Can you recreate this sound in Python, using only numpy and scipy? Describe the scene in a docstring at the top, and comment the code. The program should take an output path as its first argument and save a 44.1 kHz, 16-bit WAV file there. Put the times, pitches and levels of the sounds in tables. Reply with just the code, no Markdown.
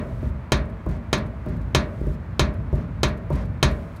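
"""The hood of an old vehicle is rocked up and down on its loose, worn hinge, close to the microphone.
We come in on the ring of a stroke. On the way back the hood lands with a soft knock while the rusty
pin scrapes and ticks. Then the pin slams across its play again, ringing the hinge plate and the sheet
metal, and the hood's weight drops after it. The rocking repeats about every 0.6 seconds and ends on
a clunk and a few ticks. Low outdoor rumble lies behind it all."""
import sys
import numpy as np
from scipy import signal
from scipy.fft import rfft, irfft
from scipy.io import wavfile
from scipy.ndimage import uniform_filter1d

SR = 44100
rng = np.random.default_rng(int(sys.argv[2]) if len(sys.argv) > 2 else 0)


def store_pcm(level_fs):
    """Save levels as 16-bit WAV."""
    pcm = np.round(np.clip(level_fs, -1, 1) * 32767).astype(np.int16)
    wavfile.write(sys.argv[1], SR, np.atleast_2d(pcm).T)


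N = 176400
RING_T = np.arange(SR) / SR  # one second for a blow to ring out
HZ = np.fft.rfftfreq(N, 1 / SR)

# The hood's low body tones. Each row: pitch in Hz, level in dB, t60 in seconds.
HOOD_MODES = [(54.15, -19, 0.7), (76.1, -19, 0.4), (140, -17, 0.27), (170.2, -28, 0.99), (211.2, -28, 0.79),
              (236.8, -30, 1), (261.5, -36, 0.27), (334.6, -21.5, 0.12), (366.6, -17.5, 0.1),
              (399.4, -29, 0.34), (607, -27.5, 0.45), (616.6, -24, 0.19)]
# The hinge plate's midrange clank. Each row: pitch in Hz, level in dB, t60 in seconds.
PLATE_MODES = [(951, -22.5, 0.13), (1048, -24, 0.18), (1151, -25, 0.18), (1260, -37, 0.18),
               (1373, -31.5, 0.042), (1415, -27.5, 0.17), (1714, -27, 0.23), (1865, -38.5, 0.46),
               (2070, -51, 0.34), (2215, -26, 0.046), (2247, -34, 0.33)]


def clunks(attack_s=0.00013, boom_rise_s=0.0013, boom_hz=121, bright_hz=2610):
    """The pin slams onto nearly the same spot each time; the hood's weight follows with a low push."""
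    # Each row: start in seconds, level in dB, brightness in dB, hood boom in dB.
    strokes = [(-.098, 2.5, -10, -12.5), (0.5199, -0.5, -8.5, 0), (1.1292, -1, -8.5, -21),
               (1.7483, 0.5, -5.5, -3), (2.3946, -1, -6.5, 2), (3.0319, -1, -8, -1),
               (3.628, 0.5, -4.5, 1.5)]
    # The pin's bright clink. Each row: pitch in Hz, level in dB, t60 in seconds.
    pin_modes = [(3138, -19, 0.073), (3852, -20.5, 0.073), (3973, -14, 0.025), (4236, -33.5, 0.21),
                 (5814, -24, 0.039), (6600, -33, 0.11), (11160, -29.5, 0.038), (12780, -25.5, 0.024)]
    drop_delay_s, drop_width_s = 0.0197, 0.0035
    wander = 0.3  # share of the sheet's ring that changes from blow to blow
    usual_metal = sum(sheet_metal())
    modes = ring(HOOD_MODES) + ring(PLATE_MODES, opposed=True) + ring(pin_modes, opposed=True)
    push = amp(-8.5) * np.exp(-((RING_T - drop_delay_s) / drop_width_s) ** 2)
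    out = np.zeros(N)
    for start, db, bright_db, boom_db in strokes:
        metal = np.sqrt(1 - wander ** 2) * usual_metal + wander * sum(sheet_metal())
        blow = (steel_crack() + metal + modes) * rise(attack_s)
        lows = lowpass(blow, boom_hz, order=1)
        highs = blow - lowpass(blow, bright_hz, order=1)
        mids = blow - highs - lows
        boom = lows * rise(boom_rise_s) - push
        add(out, start, amp(db) * (mids + amp(bright_db) * highs + amp(boom_db) * boom))
    return out


def steel_crack():
    """The instant of steel meeting steel: a snap of bright noise."""
    snap = lowpass(rng.standard_normal(SR), hz=6020, order=3)
    snap = highpass(snap, hz=2650, order=3)
    return amp(-11) * unit(snap) * fade(t60=0.011)


def sheet_metal(crash_t60=0.061):
    """The crowded modes of the struck sheet: returns a short crash and a longer tail."""
    # Each row: band centre in Hz, crash level in dB, tail level in dB, tail t60 in seconds.
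    sheet_bands = [(69.5, -20, -31, 1), (130, -39, -25, 0.63), (318, -18.5, -31.5, 0.85),
                   (512, -45, -39, 0.66), (580, -21.5, -33, 0.95), (723, -39, -40.5, 0.52),
                   (1010, -15.5, -33.5, 0.42), (1560, -29.5, -29, 0.32), (2420, -18.5, -27, 0.25),
                   (2970, -28.5, -42.5, 0.31), (3750, -17, -23, 0.17), (4980, -23, -31.5, 0.17),
                   (6340, -20, -27, 0.13), (7100, -30, -41.5, 0.16), (8900, -26, -41.5, 0.18),
                   (12400, -37, -54, 0.089), (15500, -37, -82, 0.085)]
    hz, crash_db, tail_db, tail_t60 = np.transpose(sheet_bands)
    crash = sum(amp(db) * band for db, band in zip(crash_db, bands(hz, crash_t60)))
    tail_bands = bands(hz, tail_t60.mean())
    tail = sum(amp(db) * fade(t60) * band for db, t60, band in zip(tail_db, tail_t60, tail_bands))
    return crash * fade(crash_t60), tail


def knocks(attack_s=0.001, cushion_hz=323):
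    """A cushioned landing: the pin clicks faintly, the sheet taps hollowly and the low modes ring on."""
    # Each row: start in seconds, level in dB, upper edge of the blow in Hz.
    landings = [(0.226, -8, 747), (0.862, -2.5, 980), (1.461, -3, 775), (2.010, -6.5, 540),
                (2.068, -5.5, 607), (2.09, -7.5, 125), (2.728, -2, 750), (3.3029, 0.5, 1000)]
    modes = ring(HOOD_MODES) + amp(-3.5) * ring(PLATE_MODES, opposed=True)
    out = np.zeros(N)
    for start, db, edge_hz in landings:
        crash, tail = sheet_metal()
        tap = amp(6.5) * crash * fade(t60=0.072)
        blow = (tap + amp(-2) * tail + modes) * rise(attack_s)
        cushioned = lowpass(blow, cushion_hz, order=1)
        thud = lowpass(cushioned, edge_hz, order=5)
        click = amp(-50) * rng.standard_normal(SR) * fade(t60=0.02)
        add(out, start, amp(db) * (thud + click))
    return out


def ticks(attack_s=0.0063):
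    """The pin shifts in its worn bore; each tick is a short crunch of grains."""
    # Each row: start in seconds, level in dB.
    shifts = [(.5657, -46), (.652, -57), (0.695, -55), (0.8866, -45.5), (.908, -49), (.9623, -55),
              (1.1748, -39.5), (1.2606, -52), (1.4841, -45.5), (1.5639, -53), (1.612, -50), (2.5347, -51.5),
              (2.7505, -47.5), (3.079, -41), (3.1706, -51.5), (3.326, -43.5), (3.351, -43), (3.449, -48.5),
              (3.71, -45), (3.961, -44)]
    pressure = np.zeros(N)
    for start, db in shifts:
        add(pressure, start, amp(db) * fade(t60=0.048) * rise(attack_s))
    return pressure * rust(grains_per_s=7000)


def scrapes():
    """Friction swells and fades as the pin slides back, crushing grains of rust."""
    # Each row: start in seconds, length in seconds, level in dB.
    slides = [(0.203, 0.11, -56.5), (0.864, 0.13, -52), (1.43, 0.16, -55), (2.699, 0.17, -53.5),
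              (3.286, 0.18, -47)]
    # The dull rub of the slide. Each row: frequency in Hz, relative level in dB.
    rub_spectrum = [(300, 20), (1000, 15.5), (2000, 9), (3500, -4.5), (6000, -9.5), (10000, -24),
                    (16000, -32)]
    pressure = np.zeros(N)
    for start, length, db in slides:
        arch = np.sin(np.pi * np.arange(0, length, 1 / SR) / length)
        add(pressure, start, amp(db) * arch)
    rub = amp(9.5) * noise(rub_spectrum)
    grit = amp(-20.5) * rust(grains_per_s=1700)
    return pressure * (rub + grit)


def rust(grains_per_s):
    """Grains of rust snapping at random in the bore, rms 1."""
    # The crisp colour of a grain. Each row: centre in Hz, width in Hz, relative level in dB.
    resonances = [(3950, 1300, -0.5), (7600, 7000, -0.5), (9400, 560, -12.5), (12100, 1400, -8)]
    colour = sum(amp(db) / np.sqrt(width) / (1 + (2 * (HZ - hz) / width) ** 2)
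                 for hz, width, db in resonances)
    grains = rng.standard_normal(N) * (rng.random(N) < grains_per_s / SR)
    return unit(irfft(rfft(grains) * colour, N))


def background():
    """Lumpy low outdoor rumble and open air, plus a faint treble hiss that switches on and off."""
    # The colours of the three layers. Each row: frequency in Hz, relative level in dB.
    rumble_spectrum = [(15, -18.5), (30, -45), (42, -15.5), (54, 3.5), (80, 1), (110, -1.5), (165, -9),
                       (225, -12), (290, -20), (380, -28.5), (520, -28), (1500, -89)]
    air_spectrum = [(20, -5), (200, 2.5), (480, -3.5), (600, 2.5), (720, -2), (1000, 0.5), (1600, -4.5),
                    (2300, -10.5), (3000, -20), (4200, -25.5), (5200, -31), (8000, -36), (12000, -40.5),
                    (16000, -42)]
    hiss_spectrum = [(1000, -2), (3500, 4.5), (6000, -1), (10000, -4), (15500, -8.5)]
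    # Fader rides for rumble and hiss. Each row: time in seconds, level in dB.
    rumble_ride = [(0, -30), (.35, -27.5), (.47, -36.5), (.7, -35.5), (.82, -35.5), (1.06, -36),
                   (1.23, -27), (1.33, -33.5), (1.58, -26.5), (1.95, -35), (2.27, -31.5), (2.62, -28),
                   (2.9, -30), (3.22, -32), (3.52, -26.5), (3.8, -37)]
    hiss_ride = [(0, -65.5), (.3, -64.5), (.32, -89), (1.76, -74), (1.8, -71), (2.15, -61.5), (2.17, -84),
                 (3.64, -84), (3.7, -60), (4, -70)]
    t = np.arange(N) / SR
    rumble_db = np.interp(t, *np.transpose(rumble_ride))
    hiss_db = np.interp(t, *np.transpose(hiss_ride))
    rumble = noise(rumble_spectrum) * amp(rumble_db + drift(rate_hz=10))  # wavers by about 1 dB
    air = noise(air_spectrum) * amp(-46.5)
    hiss = noise(hiss_spectrum) * amp(hiss_db)
    return rumble + air + hiss


def ring(modes, opposed=False):
    """Struck modes dying away; if opposed, neighbours swing in opposite directions."""
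    return sum((-1) ** (k * opposed) * amp(db) * fade(t60) * np.sin(2 * np.pi * hz * RING_T)
               for k, (hz, db, t60) in enumerate(modes))


def bands(centres, t60):
    """Dense ringing split into overlapping bands of rms 1, evenly coloured over the first t60."""
    white = rng.standard_normal(SR)
    power = uniform_filter1d(abs(rfft(white * fade(t60))) ** 2, size=30)
    even = rfft(white) / np.sqrt(power + .1 * power.mean())
    log_hz = np.log(np.arange(len(even)) + 1)
    shapes = [np.interp(log_hz, np.log(centres), pick) for pick in np.eye(len(centres))]
    return [unit(irfft(even * shape, SR)) for shape in shapes]


def noise(spectrum):
    """Steady noise of rms 1 with the given spectrum."""
    hz, db = np.transpose(spectrum)
    colour = amp(np.interp(np.log(HZ + 1), np.log(hz), db))
    return unit(irfft(rfft(rng.standard_normal(N)) * colour, N))


def drift(rate_hz):
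    """Slow random drift of rms 1."""
    slow_band = np.exp(-(HZ / rate_hz) ** 2) * (HZ > 0)
    return unit(irfft(rfft(rng.standard_normal(N)) * slow_band, N))


def fade(t60):
    """Exponential decay, 60 dB down after t60 seconds."""
    return np.exp(-np.log(1000) * RING_T / t60)


def rise(seconds):
    """Attack with the given time constant."""
    return 1 - np.exp(-RING_T / seconds)


def lowpass(x, hz, order):
    """Butterworth low-pass."""
    return signal.sosfilt(signal.butter(order, hz, fs=SR, output="sos"), x)


def highpass(x, hz, order):
    """Butterworth high-pass."""
    return signal.sosfilt(signal.butter(order, hz, "high", fs=SR, output="sos"), x)


def amp(db):
    """Decibels to gain."""
    return 10 ** (np.asarray(db) / 20)


def unit(x):
    """Scales to rms 1."""
    return x / np.sqrt(np.mean(x ** 2) + 1e-20)


def add(mix, start_s, sound):
    """Mixes a sound in at start_s, trimming what overhangs either end."""
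    at = round(start_s * SR)
    sound = sound[max(-at, 0):]
    part = mix[max(at, 0):][:len(sound)]
    part += sound[:len(part)]


def scene():
    """Hinge and background in one channel."""
    return (clunks() + knocks() + ticks() + scrapes() + background())[None]


def record(dry, ceiling=0.84, low_cut_hz=41.8, high_cut_hz=16100):
    """The microphone drops the deepest bass and rounds off the loudest peaks; then the top is cut."""
    trimmed = highpass(dry, low_cut_hz, order=4)
    rounded = trimmed / (1 + (trimmed / ceiling) ** 4) ** (1 / 4)
    high_cut = signal.firwin(255, high_cut_hz, window=("kaiser", 9), fs=SR)
    return signal.oaconvolve(rounded, high_cut[None], "same")


dry = scene()
out = record(dry)
store_pcm(out)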